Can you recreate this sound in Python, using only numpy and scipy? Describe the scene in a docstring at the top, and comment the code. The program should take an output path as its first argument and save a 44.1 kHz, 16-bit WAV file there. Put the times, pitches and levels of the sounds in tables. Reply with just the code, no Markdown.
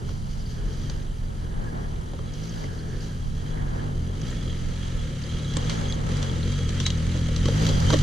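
"""A single-cylinder trail motorcycle picks its way up a rocky track, heard from on board.
The exhaust thuds and growls as firing pulses strike the silencer, at a speed set by squeezes of the throttle.
Airbox, block, steel and tyres are shaped noise; the chain adds a thin whine.
Blows, flung stones and squeaks are short noise bursts and dying tones.
Gusts, a throbbing rumble and a steady hiss are shaped noise; the microphone case colours the treble."""
import sys
import numpy as np
from scipy import signal
from scipy.fft import rfft, irfft, next_fast_len
from scipy.io import wavfile
from scipy.ndimage import uniform_filter1d

SR = 44100
rng = np.random.default_rng(int(sys.argv[2]) if len(sys.argv) > 2 else 0)


def waveform_to_disk(signal):
    """Save audio, clipped to [-1, 1], as 16-bit WAV at the path in sys.argv[1]."""
    frames = np.transpose(np.atleast_2d(signal))
    scaled = np.clip(frames, -1, 1) * 32767
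    samples = np.round(scaled).astype(np.int16)
    wavfile.write(sys.argv[1], SR, samples)


N = 353682
TIME = np.arange(N) / SR

# stones and suspension knocks: [t/s, thud level/dB, tick level/dB, t60/s], levels before each part's own trim
KNOCKS = [(0.09, -39, -56, 0.11), (0.896, -37.5, -44.5, 0.15), (2.134, -33, -61, 0.11),
          (2.189, -29.5, -66, 0.08), (2.336, -62, -51, .04), (2.64, -27, -62, 0.05),
          (5.536, -55, -42, 0.041), (5.567, -22.5, -36.5, 0.095), (5.695, -28.5, -36, 0.23),
          (5.923, -57, -43, 0.025), (6.226, -30, -39, 0.14), (6.69, -47, -36.5, 0.026),
          (6.8, -32, -35, 0.21), (6.863, -31, -27, 0.1), (6.902, -35, -36.5, 0.04),
          (7.149, -26.5, -61, 0.24), (7.285, -29, -52, 0.081), (7.361, -46, -38, 0.18),
          (7.455, -22.5, -37.5, 0.066), (7.483, -22, -41, 0.052), (7.665, -33, -33.5, 0.085),
          (7.689, -27, -38, .12), (7.902, -27, -33.5, 0.06), (7.926, -16, -38.5, 0.04),
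          (7.932, -13, -37, 0.043), (7.938, -14.5, -36, 0.055), (7.953, -21, -56, 0.052),
          (7.987, -47, -36, 0.032)]


def engine(cycles, revs, exhaust_db, ground_db):
    """Exhaust, airbox, block and drive chain, all following the firing rate or the load."""
    # engine block: [f/Hz, level/dB]
    block_spectrum = [(300, -36), (600, -23), (800, 4), (1100, 3.5), (1300, 18.5), (1500, 4), (1700, 14),
                      (2100, 11.5), (2600, 14), (4000, 11), (8000, -39), (12000, -21)]
    thud = from_db(exhaust_db) * exhaust(cycles)

    # the airbox barks louder with effort, rough ground and revs
    effort_db = exhaust_db - exhaust_db.mean()
    bark_db = -50 + 0.19 * effort_db + ground_db + 8 * revs   # 8 dB per octave of revs
    bark = from_db(bark_db) * intake(cycles)

    # the block follows a share of the clatter's swing, and gains 6.5 dB per octave of revs
    block_db = -51.5 + 0.71 * ground_db + 6.5 * revs
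    block = from_db(block_db) * rattle(cycles, block_spectrum, per_s=340, grain_share=0.56, side_db=-32)
    return thud * balance(.2) + bark * balance(1.3) + (block + chain(block_db)) * balance(-1.4)


def exhaust(cycles):
    """Pulses and turbulence set the silencer thudding; upper harmonics growl in uneven lumps; level evened."""
    # silencer response, with the nulls of its chambers: [f/Hz, level/dB]
    pipe = [(30, -9), (44, -3.5), (61, -10), (74, -1), (85, 2.3), (103, -2.8), (132, 0), (160, 0),
            (175, -4.5), (194, -13), (228, -7.5), (262, -16), (330, -23.5), (400, -32), (700, -51)]
    # upper exhaust harmonics that escape the silencer: [f/Hz, level/dB]
    growl_spectrum = [(240, 12), (285, -14.5), (335, 6), (400, -7.5), (465, -8), (525, -0.5), (590, -24),
                      (700, -24.5)]
    # silencer chambers that hold back part of each pulse and ring: [f/Hz, width/Hz]
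    chambers = [(150, 25), (270, 60), (480, 110)]
    growl_db, growl_lumps_db = -21, 2.5   # growl against the thud, and its unevenness

    pulses = pulse_train(cycles, uneven_db=1.2, jitter_s=.00022)
    turbulence = .17 * rng.standard_normal(N)
    thud = struck(pulses + turbulence, pipe)
    growl = struck(pulses * from_db(growl_lumps_db * drift(30)), growl_spectrum)
    sound = thud + from_db(growl_db) * growl
    for hz, width in chambers:
        sound = sound - 2 * resonance(sound, hz, width)   # an all-pass: spreads the pulse in time
    running_power = uniform_filter1d(sound ** 2, size=8000)
    return sound / np.sqrt(running_power + 1e-12)


def pulse_train(cycles, uneven_db, jitter_s):
    """One pressure pulse per firing, each of its own strength and slightly off the beat; rms 1."""
    firing_at = np.flatnonzero(np.diff(np.floor(cycles)))
    late, strength = rng.standard_normal((2, len(firing_at)))
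    place = firing_at + (jitter_s * SR * late).astype(int)
    pulses = np.zeros(N)
    pulses[np.clip(place, 0, N - 1)] = from_db(uneven_db * strength)
    return rms_one(pulses)


def intake(cycles):
    """The airbox barks once a cycle and fades by 7 dB until the next; the strength drifts in lumps."""
    # airbox resonance: [f/Hz, level/dB]
    bark_spectrum = [(300, 3), (400, -4), (460, 2), (550, -2), (660, -17), (1000, -45), (2000, -44)]
    lumps_db = 3.2 * drift(30)
    fade_db = 7 * (cycles % 1)
    return coloured(stereo_noise(side_db=-26) * from_db(lumps_db - fade_db), bark_spectrum)


def chain(block_db):
    """The chain whines softly along with the block, and sings on its guide while it is pulled taut."""
    # pulls on the chain: [t/s, held/s, level/dB]
    pulls = [(.6, 0.4, -58), (1.42, 0.47, -57.5), (2.55, 0.607, -55.5), (3.5, 0.38, -55)]
    slack_db = block_db - 13.5
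    pull = np.hypot(from_db(slack_db), swells(pulls, rise_s=0.068, fall_s=0.031))
    flutter = from_db(2.2 * drift(25))
    return pull * flutter * whine(hz=1635, width_hz=380, core=.45)


def whine(hz, width_hz, core):
    """The running chain: a band of noise round a thin, wavering tone."""
    band, tone = (rms_one(resonance(resonance(rng.standard_normal(N), hz, width), hz, width))
                  for width in (width_hz, width_hz / 10))
    return rms_one(band + core * wavering(tone, share=.015, per_s=14))


def running_gear(cycles, revs, gear_db, tread_db, slide_db):
    """Tyres drum and rustle on grit; loose steel clatters and jingles, more so at high revs."""
    # tyres drumming on rock: [f/Hz, level/dB]
    thrum_spectrum = [(200, -3.5), (300, -2.5), (440, -3), (520, -11.5), (800, -20.5)]
    # clatter of steel and gravel: [f/Hz, level/dB]
    clatter_spectrum = [(1200, 0.5), (2300, 1), (3200, -4), (4500, -2), (6500, -2.5), (8200, -12.5),
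                        (10000, -14), (12000, -29.5)]
    # grit hiss: [f/Hz, level/dB]
    grit_spectrum = [(3100, -1.5), (3800, -6.5), (4700, 1), (6600, -5.5), (8000, -20), (10500, -22),
                     (13000, -22)]

    clatter_db = gear_db + 8.5 * revs   # 8.5 dB per octave of revs
    thrum = from_db(tread_db) * coloured(stereo_noise(side_db=-25), thrum_spectrum)
    clatter = rattle(cycles, clatter_spectrum, per_s=83, grain_share=0.22, side_db=-3)
    clatter = from_db(clatter_db + 1) * clatter
    rustle_db = 1.5 * drift(22)
    grit = rattle(cycles, grit_spectrum, per_s=350, grain_share=0.3, side_db=-6.5)
    grit = from_db(slide_db + rustle_db - 4.5) * grit
    flutter_db = 2.6 * drift(18)
    steel = from_db(clatter_db + flutter_db - 4.5) * wavering(jingle(per_s=60), share=.01, per_s=9)
    return thrum * balance(1.4) + steel * balance(-1.2) + clatter + grit


def rattle(cycles, spectrum, per_s, grain_share, side_db):
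    """Contacts swell slightly with each cycle; loose links and gravel add short random bursts."""
    burst_decay = np.exp(-1 / (.0015 * SR))   # 1.5 ms time constant
    bursts = signal.lfilter([1], [1, -burst_decay], grains(per_s, 3) ** 2 + 1e-18)
    cycle_power = 1 + .25 * np.cos(2 * np.pi * cycles)
    power = cycle_power * (1 + grain_share * bursts / bursts.mean())
    return coloured(stereo_noise(side_db) * np.sqrt(power), spectrum)


def jingle(per_s):
    """Taps of the chain set discs and sprockets ringing briefly; rms 1."""
    # ringing steel parts: [f/Hz, width/Hz, level/dB]
    steel_modes = [(3176, 43, 0), (3314, 21, 0.5), (3973, 110, -3), (4814, 72, -4), (6340, 36, -2.5)]
    ringing = 0
    for hz, width, db in steel_modes:
        taps = grains(per_s, 2.05) * rng.choice([-1, 1], N)
        ringing = ringing + from_db(db) * rms_one(resonance(taps, hz, width))
    low_pass = signal.butter(4, 7500, fs=SR, output="sos")
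    return rms_one(signal.sosfilt(low_pass, ringing))


def knocks(thud_db, clack_db, tick_db):
    """Each blow is a short crack and a dying rattle, in the frame (thud), the guards (clack) and steel (tick)."""
    crack_height, crack_s, rattle_height = 1.3, .0023, .72
    out = 0
    # low edge/Hz, high edge/Hz, level/dB, side/dB
    parts = [(430, 588, thud_db, -11), (740, 4400, clack_db, -12), (2760, 6440, tick_db, -6.5)]
    for low_hz, high_hz, part_db, side_db in parts:
        centre_hz = np.sqrt(low_hz * high_hz)
        envelope = np.zeros(N)
        for s, low_db, high_db, t60 in KNOCKS:
            start = int(s * SR)
            age = TIME[:min(N - start, SR // 3)]
            crack = crack_height * np.exp(-(age / crack_s - 1) ** 2)
            tail = rattle_height * from_db(-60 * age / max(t60, .005)) * (age > crack_s / 2)
            envelope[start:start + len(age)] += from_db(blow_db(low_db, high_db, centre_hz)) * (crack + tail)
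        band = signal.butter(3, [low_hz, high_hz], "band", fs=SR, output="sos")
        noise = signal.sosfilt(band, stereo_noise(side_db) * envelope)
        bandwidth_makeup = np.sqrt(SR / 2 / (high_hz - low_hz))
        out = out + from_db(part_db) * bandwidth_makeup * noise
    return out


def rings(spread, uneven_db):
    """Every blow rings the same clusters of close modes, each a little differently and in its own phase per port."""
    # rims, spokes and guards: [f/Hz, level/dB, t60/s]
    ring_modes = [(294, -5, 0.06), (537, -9, 0.028), (1080, -11, 0.094), (2040, -12, 0.076),
                  (3900, -10, 0.14), (6280, -4, 0.064)]
    out, age = np.zeros((2, N)), TIME[:SR // 5]
    for s, thud_db, tick_db, _ in KNOCKS:
        start = int(s * SR)
        for hz, db, t60 in ring_modes:
            detune, turn = rng.standard_normal((4, 1)), rng.random((2, 4, 1))
            modes = np.sin(2 * np.pi * (hz * (1 + spread * detune) * age + turn)).sum(axis=1)
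            level_db = db + blow_db(thud_db, tick_db, hz) + uneven_db * rng.standard_normal()
            envelope = from_db(level_db - 60 * age / max(t60, .01)) * np.minimum(age / 0.0028, 1)
            sound = envelope * rms_one(modes)
            out[:, start:start + len(age)] += sound[:, :N - start]
    return out


def blow_db(thud_db, tick_db, hz):
    """A blow's strength slopes evenly, over log frequency, from its thud in the low mids to its treble tick."""
    return np.interp(np.log(hz), np.log([500, 4500]), [thud_db, tick_db])


def stones(pan_db):
    """Each flung stone rings a cluster of close modes, a little to one side."""
    # clacks, each at a pitch set by the stone's size: [t/s, f/Hz, level/dB, t60/s]
    clacks = [(0.088, 1395, -44, 0.039), (.461, 4500, -39, 0.022), (.897, 6190, -42, 0.033),
              (2.134, 830, -35, 0.014), (2.191, 1140, -37, .018), (2.336, 6100, -42, 0.035),
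              (2.437, 5924, -42, .03), (2.493, 6000, -39, 0.044), (2.641, 2100, -34, 0.018),
              (2.79, 4660, -45.5, 0.095), (3.006, 5030, -40, .03), (3.573, 1902, -44, 0.04),
              (4.214, 6100, -40, 0.028), (4.304, 7440, -43.5, 0.036), (4.326, 1814, -40, 0.046),
              (5.238, 4860, -34.5, 0.032), (5.393, 3800, -37, 0.028), (5.446, 3762, -35, .03),
              (5.569, 7524, -25, 0.017), (5.7, 2235, -32.5, 0.057), (5.924, 3820, -21.5, 0.011),
              (5.941, 6770, -36, 0.019), (6.229, 4630, -54, 0.043), (6.297, 3605, -29.5, .018),
              (6.429, 4032, -36, 0.046), (6.863, 2055, -23, 0.024), (6.903, 3044, -30, 0.022),
              (7.484, 885, -33.5, 0.029), (7.688, 4044, -30, 0.041), (7.903, 1060, -24, 0.032),
              (7.904, 1425, -24.5, 0.034), (7.932, 1068, -26, 0.035), (7.938, 1750, -28, .03)]
    mode_spread, rise_s = .1, .0006
    out, age = np.zeros((2, N)), TIME[:SR // 8]
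    for s, hz, db, t60 in clacks:
        start = int(s * SR)
        detune, turn = rng.uniform(-1, 1, (2, 7, 1))
        modes = np.sin(2 * np.pi * (hz * (1 + mode_spread * detune) * age + turn)).sum(axis=0)
        envelope = from_db(-60 * age / max(t60, .008)) * np.minimum(age / rise_s, 1)
        sound = from_db(db) * rms_one(modes * envelope) * np.sqrt(np.mean(envelope ** 2))
        out[:, start:start + len(age)] += sound[:N - start] * balance(pan_db * rng.standard_normal())
    return out


def squeaks():
    """Steel rubs: each squeak is an unsteady tone that starts fast and dies away."""
    # short squeaks: [t/s, held/s, level/dB, f/Hz]
    rubs = [(1.668, 0.024, -49, 1680), (3.595, 0.015, -55, 1896), (6.856, .002, -27, 3930),
            (6.877, 0.0081, -37, 3920)]
    pace = np.cumsum(1 + .008 * drift(150)) / SR   # unsteady time, shared by all squeaks
    out = 0
    for s, held_s, db, hz in rubs:
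        swell = swells([(s, held_s, db)], rise_s=0.0021, fall_s=0.0071)
        out = out + swell * np.sqrt(2) * np.sin(2 * np.pi * hz * pace)
    return out


def air():
    """Gusts push the two ports mostly in opposite senses; below them a rumble throbs."""
    # gusts over the microphone, before the 3 dB lift below: [t/s, held/s, level/dB]
    gusts = [(0, .01, -53), (1.62, 0.23, -43.5), (2.61, 0.049, -43), (3.57, 0.32, -42), (5.68, 0.14, -38.5),
             (6.05, 0.23, -39.5), (7.62, 0.31, -36.5)]
    # rush of air: [f/Hz, level/dB]
    rush_spectrum = [(60, 7.5), (200, 7.5), (320, 2), (430, 5), (620, 3.5), (720, 4), (840, 4),
                     (1100, -0.5), (1600, -3.5), (2500, -12.5), (6000, -64)]
    # level of the deep rumble: [t/s, level/dB]
    rumble_level = [(0, -30), (1.6, -30.5), (2.6, -33), (4.1, -31), (5.6, -34.5), (6.1, -30.5),
                    (7.3, -32.5), (7.75, -24), (8.02, -27)]
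    # ride rumble: [f/Hz, level/dB]
    rumble_spectrum = [(12, -40), (22, -2), (30, -7), (42, -9), (60, -18), (120, -19), (200, -25),
                       (400, -59)]
    breeze_db = -48   # steady air under the gusts, before the same lift
    throb_db, throb_period_s, first_throb_s = 1.5, .338, .245

    wind = np.hypot(from_db(breeze_db), swells(gusts, rise_s=0.12, fall_s=0.13))
    flutter = from_db(1.3 * drift(30))
    rush = wind * from_db(3) * coloured(stereo_noise(side_db=9) * flutter, rush_spectrum)
    throb = np.cos(2 * np.pi * (TIME - first_throb_s) / throb_period_s)
    rumble_db, = in_time(rumble_level)
    rumble = from_db(rumble_db + throb_db * throb) * coloured(stereo_noise(side_db=-8.5), rumble_spectrum)
    return rush + rumble * balance(-.6)


def hiss():
    """A steady floor of wide, coloured noise."""
    # steady hiss: [f/Hz, level/dB]
    hiss_spectrum = [(300, 10), (2500, -34), (7000, 3.5), (10000, 6), (11500, -2.5), (15000, -10)]
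    return from_db(-60.5) * coloured(stereo_noise(side_db=3), hiss_spectrum) * balance(-2.5)


def from_db(db):
    """Amplitude gain of a level in dB."""
    return 10 ** (np.asarray(db) / 20)


def balance(db):
    """Gains that raise the first port by db and lower the second as much."""
    return from_db(db * np.array([[1], [-1]]))


def rms_one(x):
    """Scales x to rms 1."""
    return x / np.sqrt(np.mean(x ** 2) + 1e-20)


def in_time(rows):
    """Each column of a curve at every sample."""
    s, *columns = np.transpose(rows)
    return [np.interp(TIME, s, column) for column in columns]


def drift(rate):
    """Random curve of rms 1, with straight lines between rate knots per second."""
    knots = rng.standard_normal(2000)
    return rms_one(np.interp(TIME * rate, np.arange(len(knots)), knots))


def wavering(x, share, per_s):
    """Bends the pitch of x up and down by chance."""
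    read_at = np.cumsum(1 + share * drift(per_s))
    return np.interp(read_at, np.arange(N), x)


def swells(rows, rise_s, fall_s):
    """Gain of events (time, hold, dB): each builds up to its time, holds and dies away."""
    power = 0
    for s, held_s, db in rows:
        before = np.maximum(s - TIME, 0) / rise_s
        after = np.maximum(TIME - s - held_s, 0) / fall_s
        power = power + (from_db(db) * np.exp(-before - after)) ** 2
    return np.sqrt(power)


def grains(per_s, spread_db):
    """Random clicks of uneven size."""
    born = rng.random(N) < per_s / SR
    return born * from_db(spread_db * np.minimum(rng.exponential(1, N), 4))


def stereo_noise(side_db):
    """White noise at two ports; side_db is their difference against their sum."""
    mid, side = rng.standard_normal((2, N))
    return mid + from_db(side_db) * side * np.array([[1], [-1]])


def resonance(x, hz, width):
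    """A two-pole band-pass with gain 1 on top."""
    r = np.exp(-np.pi * width / SR)
    numerator = np.array([1, 0, -1]) * (1 - r * r) / 2
    denominator = [1, -2 * r * np.cos(2 * np.pi * hz / SR), r * r]
    return signal.lfilter(numerator, denominator, x + 1e-18)


def spectrum_gain(spectrum, size):
    """Gain of a (Hz, dB) spectrum at each FFT bin, falling away beyond its ends."""
    hz, db = np.transpose(spectrum)
    bins = np.maximum(np.arange(size // 2 + 1) * SR / size, 1)
    gain = from_db(np.interp(np.log(bins), np.log(hz), db))
    return gain / np.hypot(1, (bins / hz[-1]) ** 2) / np.hypot(1, (hz[0] / bins) ** 2)


def coloured(x, spectrum):
    """Shapes x by a (Hz, dB) spectrum; rms 1."""
    size = next_fast_len(N)
    return rms_one(irfft(rfft(x, size) * spectrum_gain(spectrum, size), size)[..., :N])


def struck(x, spectrum):
    """Shapes x by a spectrum with minimum phase, so each pulse starts at once and rings after; rms 1."""
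    size = next_fast_len(N)
    cepstrum = irfft(np.log(spectrum_gain(spectrum, size)), size)
    cepstrum[0] = 0   # drops the overall gain
    response = np.exp(2 * rfft(cepstrum[:size // 2], size))   # the causal half, doubled
    return rms_one(irfft(rfft(x, size) * response, size)[:N])


def scene():
    """Engine, running gear, tyres, blows, stones, squeaks, moving air and hiss."""
    # engine speed as the rider works the throttle: [t/s, firings per second/Hz]
    firing_curve = [(0.0, 43), (0.15, 46), (0.42, 42.4), (0.7, 44.5), (0.92, 49.7), (1.14, 40.5),
                    (1.29, 43.8), (1.67, 39), (1.79, 34.5), (1.94, 41.5), (2.12, 38.5), (2.21, 42.4),
                    (2.35, 49.5), (2.52, 58.4), (2.63, 45), (2.77, 38.2), (2.92, 45), (3.04, 56),
                    (3.15, 41.5), (3.3, 36.6), (3.51, 53.5), (3.73, 40), (3.84, 53), (3.94, 40.3),
                    (4.11, 44), (4.22, 56.5), (4.3, 64), (4.4, 45), (4.49, 41.7), (4.56, 44.5), (4.72, 41),
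                    (4.87, 44), (5.14, 33.5), (5.34, 41.4), (5.47, 33.3), (5.72, 58), (6.03, 31.2),
                    (6.14, 49.8), (6.3, 43.4), (6.39, 38.5), (6.52, 48.4), (6.66, 39), (6.77, 47.8),
                    (6.98, 39.8), (7.15, 45.3), (7.29, 38.1), (7.39, 41.5), (7.64, 55.7), (7.8, 39),
                    (7.91, 52.4), (8.02, 42.7)]
    # the engine works harder up the slope, in surges: [t/s, exhaust level/dB]
    effort = [(0, -33.5), (.35, -36), (.55, -34.5), (.9, -32), (1.03, -37), (1.2, -34.5), (1.85, -34),
              (2.08, -36.5), (2.35, -33), (3.2, -33), (4.05, -28.5), (4.2, -29.5), (4.3, -32), (4.47, -29),
              (4.7, -31), (5.15, -31), (5.6, -26.5), (5.83, -27), (5.96, -28.5), (6.15, -25), (6.34, -27.5),
              (6.48, -24), (6.7, -25.3), (7.3, -24), (7.6, -21), (7.76, -22), (7.92, -20), (8.02, -22)]
    # the running gear shakes more as the ground gets rougher: [t/s, clatter level/dB]
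    machine = [(0.0, -61), (.35, -61), (0.79, -55.5), (1.16, -60), (2.22, -56.5), (2.43, -57), (4.06, -57),
               (4.37, -50), (5.29, -45), (5.57, -44.5), (7.27, -43.5), (7.88, -39)]
    # the tyres drum harder on bare rock: [t/s, level/dB]
    tread = [(0, -44), (0.251, -55), (0.451, -51), (.65, -43.5), (1.05, -48.5), (1.22, -57), (1.45, -45),
             (2.2, -48.5), (2.35, -50), (2.6, -45), (3.05, -44), (3.25, -57), (3.45, -46.5), (3.9, -44.5),
             (4.6, -46.5), (5.15, -56), (5.7, -46.5), (7.3, -50), (7.65, -57)]
    # loose grit slides under the tyre, before its trim: [t/s, level/dB]
    slide = [(0, -54), (0.111, -44.5), (.2, -49), (.33, -45.5), (.9, -47.5), (1.2, -53), (1.7, -51.5),
             (2.3, -53), (2.35, -46), (2.41, -47), (2.5, -42.5), (2.7, -46), (2.92, -47), (3.04, -42.5),
             (3.22, -51), (4.15, -51), (4.3, -46), (4.55, -53), (7.3, -51), (7.65, -35), (8.02, -38)]
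    curves = (firing_curve, effort, machine, tread, slide)
    (firings,), (exhaust_db,), (gear_db,), (tread_db,), (slide_db,) = map(in_time, curves)

    # the throttle hand is jolted by the ground, so the speed wavers
    cycles = np.cumsum(firings * (1 + .013 * drift(18))) / SR
    revs = np.log2(firings / 43)   # octaves above a cruising speed of 43 firings per second
    ground_db = gear_db - gear_db.mean()   # how much rougher than usual the track is
    bike = engine(cycles, revs, exhaust_db, ground_db)
    bike = bike + running_gear(cycles, revs, gear_db, tread_db, slide_db)
    blows = knocks(thud_db=-9.5, clack_db=-4.5, tick_db=1.5) + rings(spread=0.056, uneven_db=4)
    return bike + blows + stones(pan_db=0.5) + squeaks() + air() + hiss()


def record(dry):
    """The microphone case adds peaks and dips, one after another; the top is cut steeply."""
    # microphone case: [f/Hz, width/Hz, level/dB]
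    case = [(2536, 720, -7), (3050, 400, 4), (3620, 250, -2), (4440, 260, -1.5), (5280, 520, -12),
            (5800, 120, 3), (6850, 400, -3), (7350, 400, 3.5), (8300, 900, -2)]
    for hz, width, db in case:
        dry = dry + (from_db(db) - 1) * resonance(dry, hz, width)
    top_cut = signal.cheby2(12, 70, 15500, fs=SR, output="sos")   # 70 dB down from 15.5 kHz
    return signal.sosfilt(top_cut, dry)


dry = scene()
out = record(dry)
waveform_to_disk(out)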